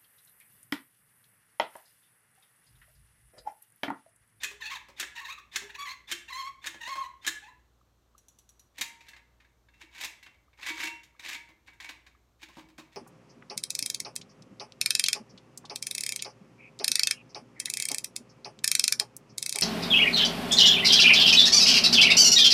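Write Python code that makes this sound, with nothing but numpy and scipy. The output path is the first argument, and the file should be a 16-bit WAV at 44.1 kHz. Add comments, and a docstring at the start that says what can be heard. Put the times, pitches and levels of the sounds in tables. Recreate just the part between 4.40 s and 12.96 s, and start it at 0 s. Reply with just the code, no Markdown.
"""Bare garage: a steel caulking gun is pumped six times into a plastic bucket; squeezes squeal, releases snap.
Then the catch is let go and the plunger rod is dragged back in jerks, rattling in the frame.
Squeal: stick-slip oscillator with overtones and hiss. Knocks: filtered noise bursts, on steel with ringing modes.
Drag: uneven noise ringing the rod. A phone a few metres away hears the hard room and a low mains hum.
"""
import sys
import numpy as np
from scipy import signal
from scipy.fft import rfft, irfft
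from scipy.io import wavfile
from scipy.ndimage import uniform_filter1d

SR = 44100
rng = np.random.default_rng(int(sys.argv[2]) if len(sys.argv) > 2 else 0)


def persist_wave(psi):
    """Save psi, clipped to +-1, as 16-bit WAV."""
    counts = np.round(np.clip(psi, -1, 1) * 32767).astype(np.int16)
    wavfile.write(sys.argv[1], SR, np.atleast_2d(counts).T)


N = 377496
T = np.arange(N) / SR
RING = T[:SR]  # one-second time axis of a single event
# Event levels are relative: each function adds its own gain.


def undb(db):
    """Decibels to gain."""
    return 10 ** (np.asarray(db) / 20)


def unit(x):
    """Scale to rms 1."""
    return x / np.sqrt(np.mean(x ** 2))


def unit_energy(x):
    """Scale a response to unit energy: white noise passes at unchanged power."""
    return x / np.sqrt(np.sum(x ** 2))


def at_hz(points, hz):
    """Read (frequency [Hz], value) points on a log-frequency axis."""
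    point_hz, value = np.transpose(points)
    return np.interp(np.log(np.maximum(hz, 1)), np.log(point_hz), value)


def through(x, response):
    """Pass a sound through an impulse response."""
    return signal.fftconvolve(x, response)[:len(x)]


def colour(x, points):
    """Causal minimum-phase filter with the (frequency [Hz], level [dB]) spectrum, made from its cepstrum."""
    size = 2048
    gain = undb(at_hz(points, np.linspace(0, SR / 2, size + 1)))
    cepstrum = irfft(np.log(gain))
    # fold onto positive time
    cepstrum[1:size] *= 2
    cepstrum[size + 1:] = 0
    response = irfft(np.exp(rfft(cepstrum)))[:size]
    return through(x, unit_energy(response))


def fade(t60_s):
    """Exponential decay, one second long."""
    return np.exp(-np.log(1000) * RING / max(t60_s, .002))


def walk(rate_hz):
    """Smooth random wander with spread 1."""
    hold = max(int(SR / rate_hz), 1)
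    steps = np.repeat(rng.standard_normal(N // hold + 1), hold)
    return unit(uniform_filter1d(steps, hold)[:N])


def add(out, s, sound):
    """Mix a sound in at time s."""
    i = max(int(s * SR), 0)
    out[i:i + len(sound)] += sound[:N - i]


def ring(modes, scatter_db=6.0):
    """Damped modes; each contact point shares the blow out differently and detunes them a little."""
    detune = .007
    total = 0
    for (hz, db, t60_s), chance in zip(modes, rng.standard_normal((len(modes), 3))):
        level, phase, shift = chance
        wave = np.sin(2 * np.pi * (hz * (1 + detune * shift) * RING + phase))
        total = total + undb(db + scatter_db * level) * fade(t60_s) * wave
    return unit_energy(total)


def blow(s, db, treble_db, t60_s, ring_db):
    """One steel contact: time, strength, brightness, decay of its chatter and share of ring."""
    return s, db, treble_db, t60_s, ring_db


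def blows(rows, spectrum, modes, attack_s, gain_db):
    """Steel on steel: a decaying noise chatter of tiny contacts plus the ringing modes."""
    out = np.zeros(N)
    rise = 1 - np.exp(-RING / max(attack_s, 1e-4))
    for s, db, treble_db, t60_s, ring_db in rows:
        tilt = [(hz, level + treble_db * np.clip(np.log2(hz / 2500) / 2, -.5, 1)) for hz, level in spectrum]
        chatter = rng.standard_normal(len(RING)) * fade(t60_s) * rise
        crack = colour(chatter, tilt)
        crack_size = np.sqrt(np.sum(crack ** 2))
        ringing = undb(ring_db) * crack_size * ring(modes)
        add(out, s, undb(db + gain_db) * (crack + ringing))
    return out


def taps(rows, spectrum, t60_s, gain_db):
    """Short, well damped contacts: decaying noise, its brightness set by a slope from 250 to 2000 Hz."""
    out = np.zeros(N)
    for s, db, slope_db in rows:
        tilt = [(hz, level + slope_db * np.log2(np.clip(hz, 250, 2000) / 1000)) for hz, level in spectrum]
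        burst = rng.standard_normal(len(RING)) * fade(t60_s)
        add(out, s, undb(db + gain_db) * colour(burst, tilt))
    return out


# plate squeals during the squeezes:
# (time [s], length [s], fundamental [dB], overtones [dB], roughness [0-1])
SQUEALS = [(.202, 0.1, -41, -37, 0.41), (0.295, 0.088, -38, -35.5, 0.76), (.748, 0.1, -39.5, -40.5, .75),
           (0.841, .11, -38, -38, 0.47), (0.977, 0.033, -40.5, -46.5, .6),
           (1.292, 0.035, -43.5, -42.5, 0.84), (1.34, 0.033, -45, -38, 0.7),
           (1.382, 0.071, -30.5, -35.5, 0.2), (1.448, 0.096, -41, -36.5, 0.59),
           (1.877, 0.063, -41, -41, .6), (1.92, 0.12, -34, -35.5, 0.2), (2.032, 0.074, -34.5, -41.5, 0.15),
           (2.404, 0.15, -35, -38.5, .35), (2.515, .16, -30, -42, 0.37), (3.019, 0.089, -40, -53, 0.38)]
SQUEAL_ATTACK_S, SQUEAL_RELEASE_S = .012, .025


def squeezing():
    """Grip: gains of fundamental (arched) and overtones (quick attack), and the contact roughness."""
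    tone, upper, rough = np.zeros(N), np.zeros(N), np.zeros(N)
    for s, length, tone_db, upper_db, roughness in SQUEALS:
        attack = np.clip((T - s) / SQUEAL_ATTACK_S, 0, 1)
        release = np.clip((s + length - T) / min(SQUEAL_RELEASE_S, length / 2), 0, 1)
        arch = np.sin(np.pi * np.clip((T - s) / length, 0, 1))
        tone += undb(tone_db) * np.sqrt(np.abs(arch))
        upper += undb(upper_db) * attack * release
        rough[T >= s] = roughness
    return tone, upper, rough


# stick-slip of drive plate on rod, one curve a squeeze: (time [s], mean slip rate [Hz])
SLIP_RATE = [
    [(0.21, 1059), (0.236, 827.4), (0.302, 906), (0.314, 1101), (0.34, 1128), (0.368, 863), (0.388, 1120),
     (0.41, 1155)],
    [(0.77, 946), (0.786, 885), (0.826, 1129), (0.87, 867), (0.92, 1315), (0.972, 1265), (0.98, 1130),
     (1.01, 1337)],
    [(1.3, 888), (1.35, 871), (1.368, 1076), (1.384, 1129), (1.458, 1132), (1.474, 992), (1.536, 1105),
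     (1.56, 1082)],
    [(1.89, 884), (1.91, 1103), (1.932, 986), (1.986, 1085), (2.01, 1087), (2.018, 1017), (2.076, 1107),
     (2.11, 1098)],
    [(2.41, 943.5), (2.452, 900.5), (2.506, 1115), (2.528, 1062), (2.616, 1090), (2.648, 962),
     (2.674, 1080), (2.68, 1070)],
    [(3.02, 827), (3.034, 827), (3.046, 860), (3.068, 876), (3.078, 890), (3.088, 992), (3.108, 983),
     (3.11, 1003)],
]
# squeal spectrum: (frequency [Hz], level [dB])
SQUEAL_COLOUR = [(900, -21), (1450, -3.5), (1780, 5), (2150, -2.5), (2650, 4.5), (3050, -9), (3400, -3),
                 (4200, -0.5), (4900, -18), (5500, -12), (6700, -9.5), (8300, -20), (10400, -22.5),
                 (12000, -19), (15500, -22.5)]
# near this rate slips lock to the frame: fundamental swells, roughness drops by up to this share
LOCK_HZ, LOCK_WIDTH_HZ, LOCK_SMOOTHING = 1080, 110, 0.49


def squeal(tone_db, overtone_db, grit_db):
    """Plate sticks and slips on the rod about a thousand times a second; uneven slips smear the overtones."""
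    slip_hz = np.interp(T, *np.concatenate(SLIP_RATE).T)
    tone_gain, upper_gain, roughness = squeezing()
    lock = 1 / np.hypot(1, 2 * (slip_hz - LOCK_HZ) / LOCK_WIDTH_HZ)
    rough = np.clip(roughness * (1 - LOCK_SMOOTHING * lock), .15, .85)
    unevenness = .06 * walk(700) + .06 * walk(190) + .05 * walk(2000)
    phase = 2 * np.pi * np.cumsum(slip_hz * (1 + rough * unevenness)) / SR
    # each overtone comes and goes as the contact shifts
    overtones = 0
    for k in range(2, 14):
        level_db = at_hz(SQUEAL_COLOUR, k * slip_hz) - .6 * k + 6 * np.tanh(walk(130))
        overtones = overtones + undb(level_db) * np.sin(k * phase)
    # every slip sheds a little hiss, in stuttering bursts
    stutter = undb(4 * np.tanh(walk(320)))
    slip_bursts = (1 + np.cos(phase)) ** 2
    grit = colour(rng.standard_normal(N) * slip_bursts * stutter, SQUEAL_COLOUR)
    upper = undb(overtone_db) * np.sqrt(1 - rough) * unit(overtones)
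    upper = upper + undb(grit_db) * np.sqrt(rough) * unit(grit)
    tone = np.sqrt(2) * np.sin(phase) * undb(5 * rough * np.tanh(walk(190)))
    # rougher contact breaks the squeal into grains
    grains = undb(7.5 * rough * np.tanh(walk(110)))
    return grains * (undb(tone_db) * tone_gain * lock * tone + upper_gain * upper)


# trigger let go, plate slides home and snaps, trigger hits its stop: (snap time [s], slide length [s],
# slide level [dB], snap level [dB], stop delay [s], stop level [dB], thrum level [dB])
RELEASES = [(0.0337, 0.043, -40.5, -20, 0.009, -22, -54), (.598, 0.037, -45.5, -18, 0.0097, -25, -51.5),
            (1.159, 0.046, -42, -17.5, 0.0018, -21, -55.5), (1.714, 0.043, -39, -21, .0071, -20.5, -46),
            (2.2631, .05, -47, -27.5, .006, -24.5, -53), (2.8655, 0.054, -48.5, -20, 0.0095, -15, -40.5)]
# lighter knocks of the trigger in the frame: (time [s], level [dB])
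KNOCKS = [(0.6279, -25.5), (2.2417, -31.5), (2.3444, -39.5), (2.8474, -31)]
# snap spectrum: (frequency [Hz], level [dB])
SNAP_COLOUR = [(120, -54.5), (300, -11.5), (530, -22.5), (850, -16.5), (1300, -6.5), (1750, 1.5),
               (2250, -2.5), (2650, -7), (3650, -3), (4800, -12), (6800, -9), (10200, -23.5), (13900, -24),
               (15500, -33.5)]
# modes of the frame under load: (frequency [Hz], level [dB], t60 [s])
FRAME_MODES = [(1598, -3.5, .1), (1710, 2, .1), (1795, -2, .12), (2146, -5, .12), (2550, -1.5, .08),
               (2695, -4, .06), (3120, -2, .08), (3155, -3, .08), (3498, -5, .08), (4270, -4.5, .063)]


def trigger_snaps():
    """Release: bright, dry snap of the plate, then a duller blow on the stop that rings the frame."""
    rows = [blow(s, db, treble_db=-5.0, t60_s=.065, ring_db=-1.5) for s, db in KNOCKS]
    for s, _, _, snap_db, delay, stop_db, _ in RELEASES:
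        rows.append(blow(s, snap_db, treble_db=7.5, t60_s=0.053, ring_db=-11))
        rows.append(blow(s + delay, stop_db, treble_db=6.0, t60_s=0.067, ring_db=-1.5))
    return blows(rows, SNAP_COLOUR, FRAME_MODES, attack_s=.0005, gain_db=-7)


# rod spectrum: (frequency [Hz], level [dB])
ROD_COLOUR = [(120, -40.5), (320, -10.5), (470, -25), (720, -14), (980, -6), (1280, -14), (1650, -3.5),
              (2250, 0), (2900, -5.5), (3800, -5), (5000, -11.5), (7000, -13.5), (10200, -25), (12700, -23),
              (15500, -32.5)]


def trigger_return(overlap_s=.004, whistle_s=.026, whistle_hz=3580, whistle_db=-10, gain_db=-1):
    """Unloaded plate slides back along the rod into each snap: a brief whistle and a growing rasp."""
    out = np.zeros(N)
    arch = np.sin(np.pi * np.minimum(RING / whistle_s, 1))
    for s, length, slide_db, *_ in RELEASES:
        slide_s = length + overlap_s
        swell = RING / slide_s * (RING < slide_s)
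        rasp = colour(rng.standard_normal(len(RING)) * swell, ROD_COLOUR)
        pitch_hz = whistle_hz * (1 + .015 * walk(600)[:len(RING)])
        whistle = np.sqrt(2) * arch * np.sin(2 * np.pi * np.cumsum(pitch_hz) / SR)
        add(out, s - length, undb(slide_db) * (rasp + undb(whistle_db) * whistle))
    return undb(gain_db) * out


# rod dragged back in jerks, each ending in a jolt to the cartridge:
# (time [s], swell [s], hold [s], level [dB], thrum level [dB])
PULLS = [(4.341, 0.058, 0.0016, -44.5, -49.5), (4.595, 0.066, 0.061, -57, -67),
         (5.361, 0.056, 0.016, -51.5, -54.5), (5.511, 0.12, .01, -32.5, -59.5),
         (6.174, 0.11, 0.019, -31.5, -36), (6.309, 0.092, 0.038, -32.5, -36.5),
         (6.801, 0.052, 0.1, -37.5, -55), (7.258, 0.019, 0.0022, -48, -64),
         (7.394, 0.025, 0.04, -43.5, -66), (7.992, 0.033, 0.0037, -46, -52.5),
         (8.056, 0.1, .04, -54.5, -64), (8.491, 0.037, .03, -59, -56)]
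PULL_RANGE_DB, PULL_RELEASE_S = 27, 0.043


def pulling():
    """Strength of the drag: each jerk swells, holds and dies away."""
    gain = 0
    for s, swell, hold, db, _ in PULLS:
        corners = s + np.cumsum([0, swell, hold, PULL_RELEASE_S])
        drop_db = np.interp(T, corners, [PULL_RANGE_DB, 0, 0, PULL_RANGE_DB], left=np.inf, right=np.inf)
        gain = gain + undb(db - drop_db)
    return gain


# modes of the free rod and frame: (frequency [Hz], level [dB], t60 [s])
ROD_MODES = [(937.7, -11, 0.48), (1002, -12, 0.051), (1586, -6.5, 0.075), (1657, 8.5, 0.053),
             (1760, -5.5, 0.23), (1974, 0, 0.1), (2089, 0, 0.32), (2247, 6.5, 0.16), (2450, -10, 0.12),
             (2695, -2.5, 0.22), (2660, -4, 0.057), (3050, -22, 0.079), (3620, 1, 0.06), (4300, -10, 0.11)]


def rod_drag(ring_db=-4, gain_db=-5.0, guides=2):
    """Rod scrapes through its holes: fine uneven catches at both guides ring the steel."""
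    out = 0
    for _ in range(guides):
        grain = undb(9 * np.tanh(walk(1300)) + 5.5 * np.tanh(walk(220)))
        catches = unit(rng.standard_normal(N) * grain) * pulling()
        ringing = through(catches, ring(ROD_MODES, scatter_db=3.0))
        out = out + colour(catches, ROD_COLOUR) + undb(ring_db) * ringing
    return undb(gain_db) * out / np.sqrt(guides)


# loose rod knocks in its guides: (time [s], level [dB], treble [dB], ring [dB])
CLANKS = [(4.381, -25, 6, -11), (4.4102, -10, 7.5, -16), (4.6059, -37, -3, -13), (4.6839, -34, 8.5, 1),
          (4.7337, -42.5, -8, 6.5), (4.7628, -36.5, -4, -20), (5.001, -46, -7, -4), (5.338, -52, -0.5, 3.5),
          (5.4128, -32.5, -6.5, -5.5), (5.548, -34.5, 0, -21), (5.61, -21.5, 9.5, -31),
          (5.6441, -16, 6.5, -34), (5.8283, -39.5, 7, 5.5), (5.8619, -32, -8.5, -10),
          (6.188, -36.5, -20.5, -9.5), (6.2293, -25, -3.5, -1), (6.2634, -20.5, 5.5, 1),
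          (6.433, -23, 15, 8), (6.4524, -19.5, 1, -9), (6.47, -19, 0.5, -3), (6.632, -38.5, 7, -20),
          (6.794, -29, 0.5, -11), (6.8873, -21, 5, -8), (6.9285, -24, 5, -0.5), (7.2808, -36.5, -12, -1),
          (7.3318, -51, 6, 6.5), (7.4015, -28, -1.5, -1), (7.4892, -22.5, -4.5, -13),
          (7.664, -38, -2.5, -10), (8.0281, -27.5, -0.5, -14.5), (8.379, -34.5, 5, -19),
          (8.391, -35.5, 3, -5)]
# chatter decay by strength, longest for the faintest: (level [dB], t60 [s])
CHATTER = [(-45.5, 0.12), (-32, 0.074), (-10, 0.078)]
# faint random rattle; level before the gain common to all clanks
RATTLE_FROM_S, RATTLE_TO_S, RATTLE_DB = 4.6, 7.3, -54


def rod_clanks(scatter_db=3, count=10):
    """Loose rod hits its guides and rattles faintly at random among the knocks."""
    rows = []
    for s, db, treble_db, ring_db in CLANKS:
        t60_s = np.interp(db, *np.transpose(CHATTER))
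        rows.append(blow(s, db, treble_db, t60_s, ring_db))
    for k, (when, size) in enumerate(rng.random((count, 2))):
        s = RATTLE_FROM_S + (RATTLE_TO_S - RATTLE_FROM_S) * (k + when) / count
        db = RATTLE_DB + scatter_db * (2 * size - 1)
        rows.append(blow(s, db, treble_db=-5.5, t60_s=0.069, ring_db=5.5))
    return blows(rows, ROD_COLOUR, ROD_MODES, attack_s=0.0017, gain_db=-12.5)


# tick spectrum: (frequency [Hz], level [dB])
TICK_COLOUR = [(2200, -14), (3500, -1.5), (4400, -4.5), (5000, -11), (6000, 2), (7700, -4), (8500, -7.5),
               (11800, -4), (13000, -11), (15500, -19.5)]
# modes of the spring's coils: (frequency [Hz], level [dB], t60 [s])
SPRING_MODES = [(3030, -8, .07), (4290, -1, .07), (5740, 0, 0.045), (7700, -2, 0.066)]
TICK_FROM_S, TICK_EVERY_S, TICK_DB = 3.78, .1037, -54


def spring_ticks(ring_db=-7, count=5):
    """Relaxing spring: a short, even run of bright ticks that ring the coils."""
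    rows = [(TICK_FROM_S + k * TICK_EVERY_S, TICK_DB, 0) for k in range(count)]
    ticks = taps(rows, TICK_COLOUR, t60_s=0.051, gain_db=0)
    return ticks + undb(ring_db) * through(ticks, ring(SPRING_MODES, scatter_db=5.5))


# freed spring sings once: (time [s], pitch [Hz], peak [dB], t60 [s])
SPRING = [(4.41, 926, -52, .9)]


def spring_ping():
    """One thin ring, a decaying sine, as the catch lets go."""
    out = np.zeros(N)
    for s, hz, db, t60_s in SPRING:
        add(out, s, undb(db) * fade(t60_s) * np.sin(2 * np.pi * hz * RING))
    return out


# cartridge bumps the bucket: (time [s], level [dB], slope [dB/octave], thrum level [dB])
BUMPS = [(.112, -38, 8, -49), (0.486, -37.5, 0.5, -62), (1.219, -36.5, 2, -44.5), (2.258, -28.5, 7, -48.5),
         (2.343, -39, -1, -53.5), (2.476, -29.5, 4, -69), (2.555, -29.5, 3.5, -75), (2.866, -43, -0.5, -73),
         (4.387, -40, -2.5, -48), (7.089, -45.5, 1.5, -55), (7.406, -44, 5, -70), (7.493, -32.5, 7, -55),
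         (8.087, -42, 1.5, -60), (8.17, -34, -2.5, -46), (8.195, -40, 1, -51), (8.287, -47, 4, -52),
         (8.384, -34, 0, -44.5)]
# bucket spectrum: (frequency [Hz], level [dB])
BUCKET_COLOUR = [(90, -14.5), (160, 0), (230, -4), (340, -2.5), (450, -10), (560, -0.5), (750, -6.5),
                 (1020, 3), (1300, -8.5), (1700, -7.5), (4000, -11), (12000, -29)]


def bucket_bumps(after_s=.014, after_db=-3):
    """Dull knocks on the plastic bucket; the cartridge bounces once."""
    first = [(s, db, slope) for s, db, slope, _ in BUMPS]
    second = [(s + after_s, db + after_db, slope) for s, db, slope in first]
    knocks = taps(first, BUCKET_COLOUR, t60_s=.08, gain_db=-11)
    bounces = taps(second, BUCKET_COLOUR, t60_s=.07, gain_db=-13)
    return knocks + bounces


# note of the cartridge, sinking unevenly as it empties: (time [s], pitch [Hz])
CARTRIDGE_NOTE = [(.1, 413), (.62, 370), (1.22, 405), (1.72, 343), (2.3, 320), (8.4, 317)]
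THRUM_T60_S, THRUM_ATTACK_S = .29, .006


def thrums(gain_db=-1, pair_ratio=1.045, pair_db=-7, flutter_db=1.0):
    """Releases, bumps and pulls jolt the cartridge into its low note: two close modes beat and flutter."""
    jolts = [(s, db) for s, *_, db in RELEASES + BUMPS]
    jolts += [(s + swell + hold, db) for s, swell, hold, _, db in PULLS]
    out = np.zeros(N)
    shape = fade(THRUM_T60_S) * (1 - np.exp(-RING / THRUM_ATTACK_S))
    for (s, db), turn in zip(jolts, rng.random(len(jolts))):
        hz = np.interp(s, *np.transpose(CARTRIDGE_NOTE))
        low = np.sin(2 * np.pi * hz * RING)
        high = np.sin(2 * np.pi * (hz * pair_ratio * RING + turn))
        add(out, s, undb(db + gain_db) * shape * (low + undb(pair_db) * high))
    return out * undb(flutter_db * np.tanh(walk(60)))


# tiny pips close to the microphone: (time [s], level [dB])
PIPS = [(3.4106, -60), (3.7481, -53.5), (6.0796, -61.5), (6.7476, -59.5), (7.7474, -58.5)]


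def pips(hz=1200, length_s=0.0088, gain_db=1):
    """A few cycles of a soft, dry tone."""
    out = np.zeros(N)
    bell = np.sin(np.pi * np.minimum(RING / length_s, 1)) ** 2
    pip = np.sin(2 * np.pi * hz * RING) * bell
    for s, db in PIPS:
        add(out, s, undb(db + gain_db) * pip)
    return out


# decay of the room: (frequency [Hz], t60 [s])
GARAGE = [(125, 0.8), (500, 0.59), (1100, 0.4), (2000, 0.5), (4000, 0.33), (8000, 0.35), (15000, 0.25)]


def garage(build_s=0.00067):
    """Dense echoes of bare walls: noise split into bands, the top dying well before the bass."""
    noise = rfft(rng.standard_normal(len(RING)))
    freqs = np.linspace(0, SR / 2, len(noise))
    tail = 0
    for hz, t60_s in GARAGE:
        share = at_hz([(f, float(f == hz)) for f, _ in GARAGE], freqs)
        tail = tail + irfft(noise * share, len(RING)) * fade(t60_s)
    return unit_energy(tail * (1 - np.exp(-RING / build_s)))


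# still-air spectrum: (frequency [Hz], level [dB])
AIR_COLOUR = [(15, -27.5), (25, -10.5), (69, -1), (156, -9.5), (340, -12), (469, -14.5), (895, -18),
              (1170, -17), (2120, -28), (4150, -26), (4870, -31), (6210, -27.5), (10400, -38),
              (13900, -32.5), (15500, -44)]
MAINS_HZ = 59


def background(air_db=-70.5, hum_db=-71, waver_db=1.5, octave_db=-10):
    """Still air as filtered noise, and the wavering hum of a motor on the mains with its octave."""
    air = undb(air_db) * unit(colour(rng.standard_normal(N), AIR_COLOUR))
    phase = 2 * np.pi * MAINS_HZ * T + .3 * walk(2.7)
    hum = np.sqrt(2) * (np.sin(phase) + undb(octave_db) * np.sin(2 * phase))
    return air + undb(hum_db + waver_db * walk(6.2)) * hum


def scene():
    """Gun sounds share one place in the room; pips and background stay dry."""
    squeals = squeal(tone_db=-5.5, overtone_db=-4.5, grit_db=-8.0)
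    contacts = trigger_snaps() + trigger_return() + rod_drag() + rod_clanks() + spring_ticks() + bucket_bumps()
    rings = thrums() + spring_ping()
    sent = undb(-7.0) * contacts + undb(-7.5) * squeals + undb(-12.5) * rings
    echoes = through(sent, garage())
    return (contacts + squeals + rings + echoes + pips() + background())[None]


def record(dry, bass_hz=35, top_hz=15800):
    """Phone cuts the deep bass and the top."""
    high_pass = signal.butter(2, bass_hz, "high", fs=SR, output="sos")
    low_pass = signal.ellip(10, .2, 80, top_hz, fs=SR, output="sos")
    return signal.sosfilt(low_pass, signal.sosfilt(high_pass, dry))


dry = scene()
out = record(dry)
persist_wave(out)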